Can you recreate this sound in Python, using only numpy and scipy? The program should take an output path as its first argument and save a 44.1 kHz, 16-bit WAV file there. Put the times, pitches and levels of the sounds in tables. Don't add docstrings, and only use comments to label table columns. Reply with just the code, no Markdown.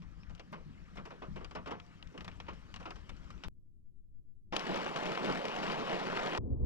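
import sys
import numpy as np
from scipy import signal
from scipy.fft import rfft, irfft, next_fast_len
from scipy.io import wavfile
from scipy.ndimage import uniform_filter1d, map_coordinates

SR = 44100
rng = np.random.default_rng(int(sys.argv[2]) if len(sys.argv) > 2 else 0)


def materialize(psi):
    bounded = np.clip(np.atleast_2d(psi).T, -1, 1)
    quanta = np.round(bounded * 32767).astype(np.int16)
    wavfile.write(sys.argv[1], SR, quanta)


def nominal_scale(level):
    x = np.asarray(level, float) / 20
    return 10 ** x


N = 293265


def unit(x):
    return x / np.sqrt(np.mean(x ** 2) + 1e-20)


def along(points, hz):
    f, v = np.transpose(points)
    return np.interp(np.log(hz + 1), np.log(f + 1), v)


def curves(rows):
    s, *cols = np.transpose(rows)
    return [np.interp(np.arange(N) / SR, s, c) for c in cols]


def wobble(knots_per_s):
    knots = rng.standard_normal(int(N * knots_per_s / SR) + 4)
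    return map_coordinates(knots, [np.arange(N) * knots_per_s / SR])


def filtered(x, response):
    m = next_fast_len(N + SR // 2)
    return irfft(rfft(x, m) * response(np.fft.rfftfreq(m, 1 / SR)), m)[..., :N]


def below(x, edge_hz):
    return filtered(x, lambda hz: 1 / (1 + (hz / edge_hz) ** 4))


def rush(spectrum, patchy_db):
    z = signal.stft(rng.standard_normal(N), nperseg=512)[2]
    field = uniform_filter1d(rng.standard_normal(z.shape), size=5, axis=0)
    field = uniform_filter1d(field, size=6, axis=1)
    x = signal.istft(z * nominal_scale(patchy_db * unit(field)), nperseg=512)[1][:N]
    return unit(filtered(x, lambda hz: nominal_scale(along(spectrum, hz))))


# time in seconds, level in dB.
GUSTS_DB = [(0.0, -72), (0.06, -53), (0.25, -57.5), (0.3, -50), (0.41, -63), (1.06, -56.5), (1.09, -70.5),
            (1.34, -52.5), (2.0, -65.5), (2.07, -52), (2.15, -71.5), (2.2, -52.5), (2.53, -54),
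            (2.69, -63.5), (2.72, -56), (3.38, -54.5), (3.43, -73.5), (3.47, -42.5)]
# frequency in Hz, density in dB per Hz.
BUFFET_SPECTRUM = [(7.1, -9.5), (12, 6.5), (54, 6), (120, -5.5), (160, -38.5), (260, -120)]


def wind_buffet():
    gust_db, = curves(GUSTS_DB)
    return nominal_scale(gust_db + 2.2) * rush(BUFFET_SPECTRUM, patchy_db=1.5)


# start in seconds, level in dB.
SHUDDERS_DB = [(0.018, -53.5), (.53, -54), (.68, -53), (1.0, -52), (1.31, -53), (1.36, -51), (1.58, -52),
               (1.74, -50), (2.2, -55.5), (2.5, -58.5), (2.78, -55.5), (3.46, -58)]


def shudder_power():
    rise_s, t60_s = .012, 0.29
    s, db = np.transpose(SHUDDERS_DB)[:, :, None]
    t = np.maximum(np.arange(N) / SR - s + 2 * rise_s, 0)
    swell = 1 - np.exp(-t / rise_s)
    return np.sum((nominal_scale(db - 60 * t / t60_s + 7) * swell) ** 2, axis=0)


# frequency in Hz, density in dB per Hz.
BOOM_SPECTRUM = [(59, -37), (100, -4), (118, -13), (151, -0.5), (172, 1.5), (248, -11), (330, -19),
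                 (430, -38.5), (730, -120)]


def cabin_boom():
    drone_db, gust_share = -61, .3
    gust_db, = curves(GUSTS_DB)
    drone = nominal_scale(drone_db + gust_share * (gust_db - np.mean(GUSTS_DB, axis=0)[1]))
    return np.sqrt(drone ** 2 + shudder_power()) * rush(BOOM_SPECTRUM, patchy_db=1.0)


# time in seconds, level in dB.
FAR_SHOWER_DB = [
    (0, -69),
    (.45, -69),
    (.8, -66),
    (1.45, -65),
    (1.75, -67),
    (2.2, -64.5),
    (2.8, -63),
    (3.47, -65),
]
# frequency in Hz, density in dB per Hz.
FAR_RAIN_SPECTRUM = [(200, -8.5), (280, -2.5), (450, -11), (810, -17.5), (1230, -9), (2000, -15),
                     (3000, -18), (4000, -19.5), (7000, -17), (16000, -23.5)]


def far_rain():
    far_db, = curves(FAR_SHOWER_DB)
    return nominal_scale(far_db + 0.54 * wobble(25) + 1.8) * rush(FAR_RAIN_SPECTRUM, patchy_db=2.5)


# centre in Hz, width in Hz, level in dB.
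PANEL_MODES = [
    (1110, 410, -1.5),
    (2900, 1200, -0.5),
    (5170, 6800, -13),
]


def contacts(blows):
    def ring(hz):
        total = 0
        for k, (centre, width, db) in enumerate(PANEL_MODES):
            band = 1j * hz * width
            total = total + (-1) ** k * nominal_scale(db) * band / (centre * centre - hz * hz + band)
        return total
    return filtered(blows, ring)


def splashes(rows, t60_s, swell_s):
    longer_db = 0.19
    return [(s, db, thud_db, spray_db, t60_s * nominal_scale(longer_db * thud_db), swell_s)
            for s, db, thud_db, spray_db in rows]


# frequency in Hz, density in dB per Hz.
SPLASH_SPECTRUM = [(130, -29), (220, -2.5), (454, 1.5), (800, -5.5), (1110, -5.5), (1700, -14), (2900, -12),
                   (5690, -20), (8000, -26.5), (16000, -42)]
SPLASH_SPLITS_HZ = (1096, 1880, 7600)


def drops(rows, crest_db, rough_db, tick_db):
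    power, blows = np.zeros((4, N + SR)), np.zeros(N)
    t = np.arange(SR // 4) / SR
    for s, db, thud_db, spray_db, t60_s, swell_s in rows:
        life_s = np.clip(t60_s, .008, .3) * np.array([[1.5], [1.25], [.8], [.55]])
        rise_s = np.clip(swell_s, .0002, .03) * np.array([[1.6], [1.2], [.9], [.7]])
        burst = nominal_scale(-60 * t / life_s) * (1 - np.exp(-t / rise_s))
        heavy = np.clip(thud_db, -18, 6)
        balance_db = np.array([[thud_db], [0.49 * heavy - .3], [-.2 * heavy - 3], [spray_db + 11.5]])
        level_db = db - crest_db + balance_db
        tick_level_db = tick_db - 0.72 * heavy + np.array([[-6], [-.5], [1.2], [.4]])
        tick = nominal_scale(tick_level_db - 60 * t / 0.018) * (1 - np.exp(-t / .0002))
        power[:, round(s * SR):][:, :len(t)] += nominal_scale(2 * level_db) * (burst ** 2 + tick ** 2)
        blows[round((s + .0006) * SR)] = nominal_scale(db + tick_db - 0.33 * heavy + 2) * rng.choice([-1, 1])
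    water = rush(SPLASH_SPECTRUM, patchy_db=1.5)
    layers = [0 * water] + [below(water, hz) for hz in SPLASH_SPLITS_HZ] + [water]
    parts = np.array([unit(layer) for layer in np.diff(layers, axis=0)])
    droplets = nominal_scale(rough_db * wobble(600))
    return unit(droplets) * np.sum(np.sqrt(power[:, :N]) * parts, axis=0) + contacts(blows)


# start in seconds, splash peak in dB, thud and spray in dB re splash.
ROOF_DROPS_DB = [(.0204, -58.5, -1.5, -10), (.2962, -56, 0, -10), (.5272, -45.5, 6.5, -14),
                 (.9547, -60, 11, 0), (.9702, -44.5, 1.5, -18), (1.0535, -48, 2.5, -8.5),
                 (1.1045, -48, 5, -18), (1.2195, -46, 4.5, -27), (1.3593, -45, 2.6, -17),
                 (1.407, -54, 9, -25), (1.5505, -40.5, 5, -14.5), (1.6591, -44, 3, -16.5),
                 (1.6726, -43, 6, -14.5), (1.7082, -40.5, 5.5, -15.5), (2.142, -59.5, 14, -24),
                 (2.3151, -53.5, -8, -26), (2.467, -52.5, -4, -29.5), (2.4823, -42.5, 3.5, -24),
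                 (2.533, -59, -3, -5), (2.7412, -46, -15.5, -13.5), (2.7997, -52, 8, -8),
                 (2.8556, -41, 1, -25), (2.9576, -52, -2, -9), (3.166, -61, -12, -10),
                 (3.2735, -62, -4, -11), (3.3787, -66.5, -21, -13), (3.4366, -39, -9, -19)]
# start in seconds, splash peak in dB, thud and spray in dB re splash.
SILL_DROPS_DB = [(.2329, -59, -10, -30), (.3496, -59.5, -3, 2.1), (.379, -56, -3, -17),
                 (.3955, -41.5, -5.5, -18), (1.4455, -42.5, -9.5, -14), (1.5105, -44, -3.3, -15),
                 (1.7993, -53.5, -18.5, -18), (1.8642, -67, -9, 0), (2.0263, -52, -31, -33),
                 (2.0727, -61.5, -28.5, -8), (2.177, -43.5, -3, -14), (2.2072, -43, -6.3, -15),
                 (2.2453, -45, -4, -5.5), (2.2787, -39.5, -6, -17), (2.4009, -39.5, -11, -27),
                 (2.7611, -41.5, -9.5, -16), (2.8285, -51.5, -5.5, -24), (2.906, -40.5, -1.7, -13.5),
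                 (3.0929, -42.5, -3.5, -8.5), (3.243, -64, -13, -12), (3.3044, -49.5, -8.5, -7.5),
                 (3.4825, -56, -2, -6)]


def scattered_drops():
    roof = splashes(ROOF_DROPS_DB, t60_s=0.13, swell_s=.0024)
    sill = splashes(SILL_DROPS_DB, t60_s=0.073, swell_s=0.0023)
    return drops(roof + sill, crest_db=7.0, rough_db=0.5, tick_db=-2.0)


# time in seconds, frequency in Hz, level in dB.
CHIRP = [
    (.197, 5100, -74),
    (.21, 5120, -68),
    (.225, 5330, -67),
    (.238, 5520, -65),
    (.246, 5400, -76),
]


def bird():
    hz, db = curves(CHIRP)
    now = np.arange(N) / SR
    sounding = (now > CHIRP[0][0]) * (now < CHIRP[-1][0])
    return nominal_scale(db) * np.sin(2 * np.pi * np.cumsum(hz) / SR) * sounding


# start in seconds, frequency in Hz, level in dB,
# T60 in seconds.
PANEL_PINGS = [
    (1.712, 706, -62, .85),
    (3.304, 1180, -48, .035),
    (1.221, 950, -49, .07),
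    (4.5655, 1000, -27, .02),
    (1.284, 176, -42, .16),
    (2.856, 1300, -48, .07),
    (2.487, 1050, -49, .08),
    (1.8, 1300, -58, .04),
]


def pings():
    s, hz, db, t60_s = np.transpose(PANEL_PINGS)[:, :, None]
    t = np.maximum(np.arange(N) / SR - s, 0)
    return np.sum(nominal_scale(db - 60 * t / t60_s) * np.sin(2 * np.pi * hz * t), axis=0)


def drizzle():
    return wind_buffet() + cabin_boom() + far_rain() + scattered_drops() + pings() + bird()


def slowed(level, spectrum, lift_db):
    level_db, = curves(level)
    return nominal_scale(level_db + lift_db + 0.45 * wobble(5.6)) * rush(spectrum, patchy_db=0.8)


# time in seconds, level in dB.
MUTTER_DB = [
    (3.55, -71),
    (3.646, -71),
    (3.702, -73.5),
    (4.142, -73.5),
    (4.154, -70.5),
    (4.444, -77),
    (4.46, -70.5),
]
# frequency in Hz, density in dB per Hz.
SLOW_AIR_SPECTRUM = [(1, 0), (3, 1), (7, 5), (12, -11), (20, -22.5), (68, -19.5), (102, -24), (161, -30.5),
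                     (364, -42), (417, -53), (640, -59.5), (756, -73.5), (1250, -72.5), (1500, -110)]


def slow_mutter():
    return slowed(MUTTER_DB, SLOW_AIR_SPECTRUM, lift_db=21)


# time in seconds, level in dB.
POUR_DB = [(4.54, -41.5), (4.626, -45.5), (4.698, -40.5), (4.856, -43), (4.942, -48.5), (4.968, -38.5),
           (5.008, -46.5), (5.03, -40.5), (5.16, -43.5), (5.19, -43.5), (5.294, -37.5), (5.436, -46.5),
           (5.462, -41), (5.528, -44.5), (5.712, -38), (5.76, -43), (6.1, -43), (6.37, -42)]
# frequency in Hz, density in dB per Hz.
ROOF_SPECTRUM = [(20, -9), (92, -22), (120, -14), (179, -1), (249, -7.5), (480, -4), (900, -5.5),
                 (1510, -8.5), (2950, -10.5), (5690, -15.5), (16000, -20.5)]


def roof_drumming():
    drum_db, = curves(POUR_DB)
    hiss_db = -48.5 + 0.63 * (drum_db - np.mean(POUR_DB, axis=0)[1])
    hits_per_s, patter_s = 420, .002
    hits = (rng.random(N) < hits_per_s / SR) * rng.exponential(size=N) ** 1.53
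    patter = signal.lfilter([1], [1, -np.exp(-1 / (patter_s * SR))], hits)
    clumps = np.sqrt(1 + 1.02 * patter)
    roof = rush(ROOF_SPECTRUM, patchy_db=1.86)
    low = below(roof, edge_hz=1180)
    drum = unit(low * clumps ** 0.33) * nominal_scale(drum_db + 0.5)
    hiss = unit((roof - low) * clumps) * nominal_scale(hiss_db + 3.0)
    strength = rng.standard_normal(N) * rng.exponential(size=N) ** .35
    taps = strength * (rng.random(N) < 1100 / SR)
    crackle = unit(contacts(taps)) * nominal_scale(hiss_db - 5.5)
    return drum + hiss + crackle


# start in seconds, splash peak in dB, thud and spray in dB re splash.
HEAVY_DROPS_DB = [(4.5646, -27, -10, -9.5), (4.594, -39.5, -12.5, -7), (4.7437, -32, -8, -42),
                  (4.7591, -30, 5, -6.5), (4.844, -39, 8, -5), (4.8631, -32, 9.5, -13),
                  (4.9615, -29, -2.5, -14), (5.119, -33.5, -4.5, -19), (5.138, -43, 2, -22),
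                  (5.1751, -29, 0, -24), (5.2457, -31, 0, -13), (5.453, -43, -25, -12),
                  (5.4832, -41, -14, -21), (5.5296, -48, -9, -16), (5.6364, -32, -6, -16),
                  (5.666, -35, -4, -17), (5.699, -30, 4, -20.5), (5.727, -44, 2, -21),
                  (5.895, -38, -11, -30), (5.9145, -36, -2.5, -15), (6.1287, -37, 10, -13),
                  (6.153, -41, 6.5, -11), (6.233, -34.5, -4, -10.5), (6.2715, -37.5, -13.5, -25),
                  (6.3327, -31, 5, -18), (6.3487, -27.5, 1.5, -29), (6.3754, -41.5, -11.5, -6.5)]


def heavy_drops():
    rows = splashes(HEAVY_DROPS_DB, t60_s=0.031, swell_s=.001)
    return drops(rows, crest_db=12, rough_db=1.5, tick_db=4.0)


def downpour():
    return pings() + roof_drumming() + heavy_drops()


# time in seconds, level in dB.
ROLL_DB = [
    (6.41, -40.5),
    (6.56, -39.5),
    (6.586, -45),
    (6.63, -37.5),
]
# frequency in Hz, density in dB per Hz.
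SLOW_ROOF_SPECTRUM = [(7.1, -30.5), (12, 3), (86, -0.5), (136, -8), (167, -14.5), (286, -11.5), (324, -16),
                      (480, -21.5), (629, -32.5), (1200, -48.5), (1700, -77), (2210, -107), (3740, -120)]


def slow_roll():
    return slowed(ROLL_DB, SLOW_ROOF_SPECTRUM, lift_db=3.0)


# frequency in Hz, gain in dB.
CAMERA_RESPONSE = [(3050, 0), (3400, -4), (5750, -7), (6250, -12.5), (7750, -14.5), (8200, -21.5),
                   (12500, -25.5), (14400, -38.5), (15400, -78)]


def camera(x):
    return filtered(x, lambda hz: nominal_scale(along(CAMERA_RESPONSE, hz)))


# frequency in Hz, left over right in dB.
PORT_BALANCE = [(40, 24.5), (100, 17), (128, 5.5), (180, 2), (310, -1), (540, -3), (930, -1.5), (1610, 3.5),
                (2780, 6.5), (4300, 15), (4900, 32.5), (6500, 60.5), (9000, 66.5)]
# frequency in Hz, density in dB.
PORT_NOISE_SPECTRUM = [(15, -2), (80, -4), (130, -5.5), (1000, -22), (3000, -33), (5000, -35.5),
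                       (6300, -40.5), (7000, -57.5), (15000, -56)]


def ports(mid, slow, own_db):
    def right(hz):
        return 1j * nominal_scale(-along(PORT_BALANCE, hz * slow))

    def both(hz):
        return 2 * np.array([np.ones_like(hz), right(hz)]) / (1 + right(hz))

    def noise_colour(hz):
        return nominal_scale(along(PORT_NOISE_SPECTRUM, hz * slow)) * (hz * slow < 15500)

    pair = filtered(mid, both)
    own = filtered(rng.standard_normal(N), noise_colour)
    pair[1] += nominal_scale(own_db) * unit(own)
    return pair


# start in seconds, fade in seconds.
CUTS_S = [
    (3.4843, .00002),
    (4.5222, .003),
    (6.3838, .0006),
]
# time in seconds, peak in dB.
SLIPS_DB = [
    (.5238, -48.5),
    (2.2243, -53.5),
]


def scene():
    shots = [ports(camera(drizzle()), slow=0.97, own_db=-64),
             ports(slow_mutter(), slow=16, own_db=-65.5),
             ports(camera(downpour()), slow=1, own_db=-85),
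             ports(slow_roll(), slow=10.3, own_db=-76.0)]
    joined = shots[0]
    for shot, (s, fade_s) in zip(shots[1:], CUTS_S):
        ease = np.clip((np.arange(N) / SR - s) / fade_s, 0, 1) ** 2
        joined = (1 - ease) * joined + ease * shot
    for s, db in SLIPS_DB:
        joined[:, round(s * SR)] += nominal_scale(db)
    return joined


def roll_off(x):
    return signal.sosfilt(signal.butter(12, 15200, fs=SR, output="sos"), x)


def record(dry):
    mix = dry + nominal_scale(-98.5) * rng.standard_normal(dry.shape)
    return roll_off(mix)


dry = scene()
out = record(dry)
materialize(out)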